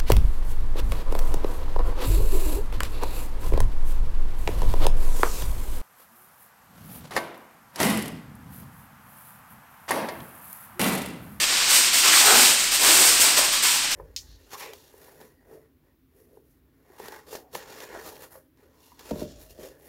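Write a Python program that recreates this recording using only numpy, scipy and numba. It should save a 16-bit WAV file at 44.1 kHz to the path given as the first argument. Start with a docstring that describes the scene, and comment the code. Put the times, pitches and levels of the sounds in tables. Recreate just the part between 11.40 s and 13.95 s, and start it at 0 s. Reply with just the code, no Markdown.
"""A long sheet of aluminium foil is pulled from its box and laid on a kitchen counter.
Over a low room tone, the first tugs set off swarms of tiny buckling clicks: crisp creases,
crinkling facets and flapping panels. From 0.6 s, as the sheet lengthens, patches flex with a
hollow ring, the wider ones on lower notes. After 2 s the handling thins to a few light touches.
Throughout, a bright, hard-walled room smears the clicks into a rustle."""
import sys
import numpy as np
from scipy import signal
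from scipy.fft import rfft, irfft
from scipy.io import wavfile
from numba import njit

SR = 44100
rng = np.random.default_rng(int(sys.argv[2]) if len(sys.argv) > 2 else 0)


def materialize(psi):
    """Save the field psi as 16-bit PCM at rate SR to the path in sys.argv[1].

    A 1-D psi becomes a single channel; in a 2-D psi each row is a channel.
    """
    bounded = np.clip(np.atleast_2d(psi).T, -1, 1)
    quanta = np.round(bounded * 32767).astype(np.int16)
    wavfile.write(sys.argv[1], SR, quanta)


N = 112454


def undb(db):
    """Decibels to linear gain."""
    return 10 ** (np.asarray(db) / 20)


def unit(x):
    """Scale to rms 1."""
    return x / np.sqrt(np.mean(x ** 2) + 1e-18)


def colour(x, curve):
    """Minimum-phase EQ through (f/Hz, level/dB) points; the result has rms 1."""
    hz, db = np.array(curve, float).T
    size = 8192
    f = np.maximum(np.fft.rfftfreq(size, 1 / SR), 1)
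    gain = undb(np.interp(np.log(f), np.log(hz), db))
    cepstrum = irfft(np.log(gain))
    cepstrum[1:size // 2] *= 2  # folded forward, so nothing rings ahead of a click
    cepstrum[size // 2 + 1:] = 0
    impulse = irfft(np.exp(rfft(cepstrum)))
    return unit(signal.fftconvolve(x, impulse)[:N])


@njit
def resonate(x, hz, width):
    """State-variable band-pass; width is the bandwidth as a fraction of hz."""
    y, band_state, low_state = np.empty(len(x)), 0., 0.
    g = np.tan(np.pi * hz / SR)
    for i in range(len(x)):
        band = (band_state + g * (x[i] - low_state)) / (1 + g * (g + width))
        band_state = 2 * band - band_state
        low_state += 2 * g * band
        y[i] = width * band
    return y


def clicks(per_s, spread_db):
    """Buckling snaps at random moments, of either polarity and uneven size."""
    fires = rng.random(N) < per_s / SR
    size = undb(spread_db * np.minimum(rng.standard_normal(N), 2))
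    polarity = rng.choice([-1, 1], N)
    return unit(fires * polarity * size)


def room_tone():
    """A faint, steady bed of low rumble."""
    # EQ of the rumble: f/Hz, level/dB
    rumble_eq = [(12, -26), (27, 5.5), (42, -19), (70, -19.5), (130, -12), (350, -7.5), (1000, -56.5),
                 (8000, -52)]
    return undb(-47.5) * colour(rng.standard_normal(N), rumble_eq)


def room(x):
    """Dense reflections from hard walls; the air takes the highest treble first."""
    # reverb decay by band: low edge/Hz, high edge/Hz, t60/s
    decay_bands = [(77, 1306, 0.58), (1160, 5430, 0.72), (4630, 10280, 0.69), (9600, 15700, 0.47)]
    wet, predelay_s = undb(-1.5), .004
    t = np.arange(SR // 2) / SR
    tail = 0
    for low, high, t60 in decay_bands:
        bandpass = signal.butter(3, [low, high], "band", fs=SR, output="sos")
        noise = signal.sosfilt(bandpass, rng.standard_normal(len(t)))
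        tail = tail + noise * np.exp(-np.log(1000) * t / t60) * (t > predelay_s)
    reverb = signal.fftconvolve(x, tail / np.linalg.norm(tail))[:N]
    return (x + wet * reverb) / np.hypot(1, wet)


def flexing(t):
    """Snaps ring a patch of foil while it bends; the larger the patch, the lower its hollow note."""
    # flexing patches: start/s, length/s, f/Hz, level/dB
    patches = [ (0.642, 0.062, 312, -36.5), (0.655, 0.048, 1090, -26.5), (0.718, 0.094, 4270, -23),
               (0.723, 0.026, 1780, -18.5), (0.754, 0.033, 1250, -22), (0.81, 0.037, 820, -27),
               (0.851, .14, 424, -27), (0.857, 0.129, 757, -23.5), (0.856, 0.11, 1420, -22),
               (0.926, 0.11, 267, -31.5), (0.996, 0.063, 244, -37.5), (1.479, 0.068, 347, -33),
               (1.59, 0.047, 356, -33), (1.974, 0.029, 660, -27.5), (2.12, .05, 1170, -32.5),
               (2.233, .075, 990, -36), (2.32, 0.15, 900, -40), ]
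    width = 0.35
    snaps = clicks(per_s=1200, spread_db=-3)
    out = 0
    for start, length, hz, db in patches:
        ring = resonate(snaps, float(hz), width)
        ring = resonate(ring, float(hz), width)  # second pass for steeper skirts
        progress = np.clip((t - start) / length, 0, 1)
        swell = np.sqrt(4 * progress * (1 - progress))
        out = out + undb(db) * unit(ring) * swell
    return out


def tugs(t):
    """Envelopes of creases, facets and panels: each movement rises, holds and dies away."""
    # movements of the sheet: start/s, rise/s, hold/s, release/s, creases/dB, facets/dB, panels/dB
    moves = [ (0.0, 0.0017, .04, 0.013, -26.5, -23.5, -36), (0.073, 0.021, 0.2, 0.018, -33, -23.5, -38),
             (0.265, 0.05, 0.068, 0.029, -17.5, -18, -34), (0.423, 0.017, 0.042, 0.013, -30, -22.5, -41),
             (0.528, .006, 0.056, 0.025, -19.5, -19.5, -38), (0.614, 0.048, 0.021, 0.028, -21, -14, -30),
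             (0.707, 0.019, 0.082, .025, -17.5, -16.5, -35),
             (0.818, 0.03, 0.22, 0.061, -17.5, -17.5, -31.5), (1.184, .02, 0.044, .025, -26.5, -25.5, -37),
             (1.311, 0.0092, 0.037, 0.017, -22, -23, -39), (1.381, 0.06, 0.043, 0.054, -17, -17, -25.5),
             (1.48, 0.05, 0.16, 0.05, -16, -19, -29.5), (1.727, 0.038, 0.026, 0.038, -27, -25, -35),
             (1.79, 0.011, 0.025, 0.017, -15.5, -19, -32.5), (1.828, 0.0088, 0.047, 0.09, -24, -21, -31.5),
             (1.957, 0.021, 0.013, .016, -18, -17.5, -25.5), (2.03, 0.014, 0.01, 0.01, -25, -26, -34),
             (2.106, 0.024, 0.036, .015, -24.5, -21.5, -52),
             (2.221, 0.013, 0.022, 0.041, -18, -17.5, -35.5), (2.296, .02, 0.041, .03, -25, -25.5, -41.5),
             (2.418, 0.019, 0.017, 0.011, -33, -24, -37.5), (2.50, .012, 0.015, .02, -29, -27, -45), ]
    power = 0
    for start, rise, hold, release, *levels_db in moves:
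        attack = np.clip((t - start) / rise, 0, 1)
        decay = np.exp(-np.maximum(t - start - rise - hold, 0) / release)
        power = power + (undb(levels_db)[:, None] * attack * decay) ** 2
    return np.sqrt(power)


def crease_runs(t):
    """Quick random swings of gain as one crease sets off its neighbours."""
    knots_per_s, depth_db = 45.03, 2.5
    knots = rng.standard_normal(1000)
    swing = np.interp(t * knots_per_s, np.arange(len(knots)), knots)
    return unit(undb(depth_db * swing))


def crinkle(t, crease_env, facet_env, panel_env):
    """Foil buckles in three swarms of clicks, from the smallest creases to whole panels."""
    # EQ of crisp creases, mid-range facets and low, papery panels: f/Hz, level/dB
    crease_eq = [(1000, -18), (2500, -24), (5000, -0.5), (6200, -1), (7500, 5), (8500, 7.5), (9500, 0),
                 (10800, -3), (13300, -1), (15800, -6)]
    facet_eq = [(70, -30), (200, -20), (500, -15.5), (1000, -6), (2600, 2), (3500, 1.5), (4800, 1),
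                (6200, -2.5), (8500, -2), (10000, -15), (13000, -12.5), (15800, -33)]
    panel_eq = [(60, -33), (120, -5), (190, -8.5), (260, -0.5), (400, 2), (650, 5), (1100, 6), (2200, -5),
                (5000, -17.5)]
    restless_env = np.hypot(facet_env, undb(-28))  # the sheet never quite rests
    creases = crease_env * colour(clicks(per_s=1100, spread_db=2), crease_eq)
    facets = restless_env * colour(clicks(per_s=1500, spread_db=2.5), facet_eq)
    crackle = crease_runs(t) * (creases + facets)
    panels = panel_env * colour(clicks(per_s=400, spread_db=5.5), panel_eq)
    return crackle + panels


def sheet(t, parts):
    """Several parts of the sheet crinkle on their own, each with its own path through the room."""
    envelopes = tugs(t)
    return sum(room(crinkle(t, *envelopes)) for _ in range(parts)) / np.sqrt(parts)


def scene():
    """The foil in the kitchen over a low room tone, in mono."""
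    t = np.arange(N) / SR
    return (sheet(t, parts=4) + room(flexing(t)) + room_tone())[None]


def record(dry):
    """Soft saturation rounds the highest peaks, then a steep low-pass cuts the top."""
    ceiling, top_hz = 1.1, 15620
    lowpass = signal.ellip(12, .1, 90, top_hz, fs=SR, output="sos")
    return signal.sosfilt(lowpass, ceiling * np.tanh(dry / ceiling))


dry = scene()
out = record(dry)
materialize(out)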